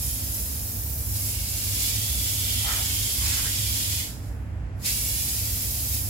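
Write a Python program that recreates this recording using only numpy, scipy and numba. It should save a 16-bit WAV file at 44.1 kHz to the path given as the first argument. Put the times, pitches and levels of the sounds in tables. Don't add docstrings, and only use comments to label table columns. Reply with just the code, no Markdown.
import sys
import numpy as np
from scipy import signal
from scipy.fft import rfft, irfft, next_fast_len
from scipy.io import wavfile
from numba import njit

SR = 44100
rng = np.random.default_rng(int(sys.argv[2]) if len(sys.argv) > 2 else 0)


def bounce(signal):
    frames = np.transpose(np.atleast_2d(signal))
    limited = np.clip(frames, -1, 1)
    pcm = np.round(limited * 32767).astype(np.int16)
    wavfile.write(sys.argv[1], SR, pcm)


N = 268745
TIME = np.arange(N) / SR
BIN_HZ = np.arange(N + 1) * SR / (2 * N)

# f/Hz, level/dB per Hz
FAN_AIR_SHAPE = [(200, -32), (330, -2), (390, -9), (430, -2), (510, -5.5), (600, -4.5), (800, -6.5),
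                 (1150, -11.5), (1750, -11), (2700, -18.5), (3700, -28), (5500, -36), (7500, -34),
                 (9000, -54), (15000, -53)]
FAN_RUMBLE_SHAPE = [(22, -24), (36, -28), (50, -2.5), (66, 2.5), (80, 0), (92, -11.5), (102, -1.5),
                    (116, -9.5), (140, -10), (158, -20.5), (180, -17), (285, -19), (322, -24.5), (480, -84)]
# f/Hz, level/dB
MOTOR_TONES = [(101.0, -39), (179, -58.5), (252, -60), (313, -63)]

# f/Hz, level/dB per Hz
NOZZLE_SHAPE = [(1500, -29), (3000, -24), (4500, -21), (5000, -7.5), (6200, -7), (7900, -4.5), (8600, -8.5),
                (9400, -4), (10300, 0), (11500, 1), (12600, -3.5), (14000, -5.5), (15800, -9)]
PATTER_SHAPE = [(600, -25), (1300, -17.5), (1750, -12), (2150, -4), (2750, -3.5), (3500, -1.5), (4500, 0),
                (5050, 2.5), (6100, -1), (7300, 2.5), (8700, -2), (10700, -4.5), (12500, -27), (15000, -30)]
HOLLOW_SHAPE = [(350, -22), (600, -2), (850, 11), (1350, 0), (2000, 12.5), (3000, 2), (6000, -20)]

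# t/s, nozzle hiss level/dB, top sizzle relative to the hiss/dB, patter level/dB
SPRAY_AIM = [(0.0, -30.5, 2, -37.5), (0.22, -32.5, 5, -39.5), (0.55, -33.7, 6, -42),
             (0.88, -35.5, 9, -44.5), (1.08, -33.5, 5.8, -44.5), (1.35, -32.5, 3.5, -37),
             (1.72, -30, 4.5, -32), (1.97, -31, 4.8, -31.5), (2.2, -29, 4.8, -31.5), (2.7, -29.5, 4, -30),
             (3.15, -28, 2.5, -31), (4.0, -31.5, 4.5, -30.5), (4.9, -27.5, 2.2, -33.5),
             (5.28, -28.5, 3.5, -32.5), (5.5, -30.5, 6.3, -35), (5.87, -30.5, 6, -36),
             (6.09, -32.5, 5, -41)]
# t/s, hiss rise/dB, patter rise/dB, half length/s
SPRAY_SURGES = [(0.06, 2, -1, 0.052), (0.37, 3, 0, 0.043), (1.16, 3, 5, 0.028), (1.267, 4, 3.5, 0.049),
                (1.84, 3, 3, 0.056), (3.298, 0.5, 4, .07), (3.76, 1, 0.5, .05), (4.265, 3, 4.5, .025),
                (4.35, 1, 1, .025), (5.95, 2.7, 5, 0.025)]
# t/s, peak level/dB, half length/s, central ring f/Hz
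HOLLOW_HITS = [(2.699, -39, 0.03, 1400), (2.77, -46.5, 0.03, 1350), (2.892, -51.5, 0.04, 1500),
               (3.235, -48, 0.038, 1180), (3.324, -48, 0.03, 1550), (3.393, -44, 0.022, 1280),
               (3.468, -45, 0.023, 1600)]
# t/s, ring f/Hz, level/dB, half length/s
SHORT_RINGS = [(1.36, 2820, -47, 0.039), (2.658, 840, -38, 0.024), (2.797, 830, -37.5, 0.023),
               (3.30, 2630, -43.5, .05), (3.45, 1720, -46, 0.028), (4.02, 2100, -44.5, 0.03),
               (4.887, 1960, -44, 0.035), (4.942, 2830, -43, 0.014)]
# start t/s, end t/s, level/dB, central ring f/Hz at that spot
TRAY_PASSES = [(0, 0.3, -50.5, 3300), (1.25, 1.7, -53, 2900), (1.748, 2.45, -40, 3310),
               (2.452, 2.75, -34.5, 3220), (2.75, 3.147, -38.5, 3190), (3.15, 4.1, -39, 3290),
               (4.8, 5.297, -52, 3150)]

# f/Hz, likeness 0-1
MIC_LIKENESS = [(60, .98), (130, 0.94), (250, 0.58), (500, 0.7), (1000, 0)]
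# f/Hz, right minus left level/dB
MIC_LEAN = [(60, 3.1), (150, 3.3), (350, 0.8), (1500, 1.5), (3500, 1.5), (7000, 3.3), (10000, 2.9),
            (14000, .4)]

STOP_S, RELEASE_S = 4.003, 4.86
COLLAPSE_DB_PER_S, OPEN_DB_PER_S = 131, 428
DRIBBLE_DB, DRIBBLE_DB_PER_S = -13, 52.5
LEAK_DB = -35
SPURT_DB, SPURT_S = 8, 0.06

DRUM_WANDER = 0.03
TRAY_WANDER_HZ, TRAY_FADE_S = 45, 0.084
ROOM_T60_S = 0.27
CUTOFF_HZ = 15800


def from_db(db):
    return 10 ** (np.asarray(db) / 20)


def rms_one(x):
    return x / np.sqrt(np.mean(x ** 2) + 1e-20)


def in_time(rows):
    s, *columns = np.transpose(rows)
    return [np.interp(TIME, s, c) for c in columns]


def per_bin(points):
    hz, value = np.transpose(points)
    return np.interp(np.log(BIN_HZ + 1), np.log(hz), value)


def filtered(x, gain):
    size = next_fast_len(N, True)
    gain = np.interp(np.linspace(0, N, size // 2 + 1), np.arange(N + 1), gain)
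    return irfft(rfft(x, size) * gain, size)[..., :N]


def coloured(x, spectrum):
    return filtered(x, rms_one(from_db(per_bin(spectrum))))


def drift(rate_hz):
    step = 40
    r = np.exp(-2 * np.pi * rate_hz * step / SR)
    noise = rng.standard_normal(N // step + 2002)
    slow = signal.lfilter([1], [1, -2 * r, r * r], noise)[2000:]
    return np.interp(np.arange(N) / step, np.arange(len(slow)), rms_one(slow))


def swell(s, length):
    return np.exp(-((TIME - s) / length) ** 2 / 2)


def air():
    return rng.standard_normal((2, N))


def drops(per_s, spread_db):
    sizes = from_db(spread_db * np.minimum(rng.exponential(1, (2, N)), 6))
    signs = np.sign(air())
    lands = rng.random((2, N)) < per_s / SR
    return rms_one(sizes * signs * lands)


@njit
def moving_ring(x, turn, r):
    y = np.zeros_like(x)
    for i in range(2, x.shape[1]):
        y[:, i] = x[:, i] - x[:, i - 2] + 2 * r * np.cos(turn[i]) * y[:, i - 1] - r * r * y[:, i - 2]
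    return y


def ringing(x, hz, width_hz):
    r = np.exp(-np.pi * width_hz / SR)
    return moving_ring(x, 2 * np.pi * hz / SR, r) * np.sqrt((1 - r * r) / 2)


def fan(rumble_db, air_db, waver_db, wander_rad):
    hum = 0
    for hz, db in MOTOR_TONES:
        level = from_db(db + waver_db * drift(4.2))
        phase = 2 * np.pi * hz * TIME + wander_rad * drift(1.8)
        hum = hum + level * np.sqrt(2) * np.sin(phase)
    rumble = from_db(rumble_db) * coloured(air(), FAN_RUMBLE_SHAPE)
    rush = from_db(air_db) * coloured(air(), FAN_AIR_SHAPE)
    return rumble + rush, hum


def bathroom(hits, wet_db, count=4):
    t = np.arange(SR // 2) / SR
    spot, wet = rng.integers(0, count, N), 0
    for k in range(count):
        tail = rng.standard_normal((2, len(t))) * from_db(-60 * t / ROOM_T60_S)
        tail /= np.sqrt(np.sum(tail ** 2, axis=1, keepdims=True))
        wet = wet + signal.oaconvolve(hits * (spot == k), tail, axes=1)[:, :N]
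    return (hits + from_db(wet_db) * wet) / np.sqrt(1 + from_db(wet_db) ** 2)


def wall_echoes(x, echo_gain, sway_s):
    out = x.copy()
    for lag_s in (.0017, .0031, .0052):
        lag = lag_s + sway_s * drift(0.583)
        out += echo_gain * np.array([np.interp(TIME - lag, TIME, side) for side in x])
    return out / np.sqrt(1 + 3 * echo_gain ** 2)


def drumming(width_hz, thud_db):
    force = sum(from_db(db) * swell(s, length) for s, db, length, hz in HOLLOW_HITS)
    ring_hz, = in_time([(s, hz) for s, db, length, hz in HOLLOW_HITS])
    hits = bathroom(drops(per_s=3200, spread_db=1.0) * force, wet_db=-4.5, count=2)
    ring = ringing(hits, ring_hz * (1 + DRUM_WANDER * drift(8)), width_hz)
    thud = from_db(thud_db) * coloured(hits, HOLLOW_SHAPE)
    return ring + thud


def short_rings(width_hz):
    rows = np.array(SHORT_RINGS)
    nearest = np.abs(TIME - rows[:, :1]).argmin(axis=0)
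    clumps = sum(from_db(db) * swell(s, length) for s, hz, db, length in SHORT_RINGS)
    hits = bathroom(drops(per_s=2500, spread_db=3.0) * clumps, wet_db=-6, count=1)
    return ringing(hits, rows[nearest, 1], width_hz)


def tray(flow, width_hz):
    aimed, ring_points = 0, []
    for start, end, db, hz in TRAY_PASSES:
        inside_s = np.minimum(TIME - start, end - TIME)
        aimed = aimed + from_db(db) * np.clip(.5 + inside_s / (2 * TRAY_FADE_S), 0, 1)
        ring_points += [(start + TRAY_FADE_S, hz), (end - TRAY_FADE_S, hz)]
    ring_hz, = in_time(ring_points)
    hits = drops(per_s=4000, spread_db=2.0) * aimed * flow
    return ringing(bathroom(hits, wet_db=-2.0), ring_hz + TRAY_WANDER_HZ * drift(2.5), width_hz)


def valve():
    held_s = np.maximum(TIME - STOP_S, 0)
    collapse = from_db(-COLLAPSE_DB_PER_S * held_s)
    dribble = from_db(DRIBBLE_DB - DRIBBLE_DB_PER_S * held_s)
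    opening = from_db(-OPEN_DB_PER_S * np.clip(RELEASE_S - TIME, 0, 1))
    return np.maximum(np.maximum(collapse, dribble), opening)


def spray(flow):
    hiss_db, top_db, patter_db = in_time(SPRAY_AIM)
    for s, hiss_rise_db, patter_rise_db, length in SPRAY_SURGES:
        hiss_db = hiss_db + hiss_rise_db * swell(s, length)
        patter_db = patter_db + patter_rise_db * swell(s, length)
    spurt_db = SPURT_DB * np.exp(-np.abs(TIME - RELEASE_S) / SPURT_S)
    hiss_flow_db = 20 * np.log10(flow)
    patter_flow_db = 20 * np.log10(np.maximum(flow, from_db(LEAK_DB)))
    return hiss_db + hiss_flow_db, top_db, patter_db + spurt_db + patter_flow_db


def patter(level_db, flutter_db):
    hits = drops(per_s=9000, spread_db=2.5) * from_db(level_db + flutter_db * drift(42))
    return coloured(bathroom(hits, wet_db=0.0), PATTER_SHAPE)


def nozzles(level_db, top_db, flutter_db):
    mist = drops(per_s=16000, spread_db=2.5) * from_db(level_db + flutter_db * drift(49))
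    hiss = coloured(bathroom(mist, wet_db=-3.5), NOZZLE_SHAPE)
    top = filtered(hiss, per_bin([(12000, 0), (13200, 1)]))
    return hiss - top + from_db(top_db) * top


def microphones(field, centre):
    alike, lean_db = np.clip(per_bin(MIC_LIKENESS), -1, 1), per_bin(MIC_LEAN)
    mid = filtered(field[0], np.sqrt((1 + alike) / 2)) + centre
    side = filtered(field[1], np.sqrt((1 - alike) / 2))
    left = filtered(mid + side, from_db(-lean_db / 2))
    right = filtered(mid - side, from_db(lean_db / 2))
    return np.array([left, right])


def scene():
    rush, hum = fan(rumble_db=-33.0, air_db=-49.5, waver_db=2.5, wander_rad=0.75)
    flow = valve()
    hiss_db, top_db, patter_db = spray(flow)
    water = drumming(width_hz=250, thud_db=3.5) + short_rings(width_hz=92) + tray(flow, width_hz=340)
    water = water + patter(patter_db, flutter_db=1.03) + nozzles(hiss_db, top_db, flutter_db=0.55)
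    water = wall_echoes(water, echo_gain=0.23, sway_s=0.000197)
    return microphones(water + rush, hum)


def record(dry):
    return filtered(dry, BIN_HZ < CUTOFF_HZ)


dry = scene()
out = record(dry)
bounce(out)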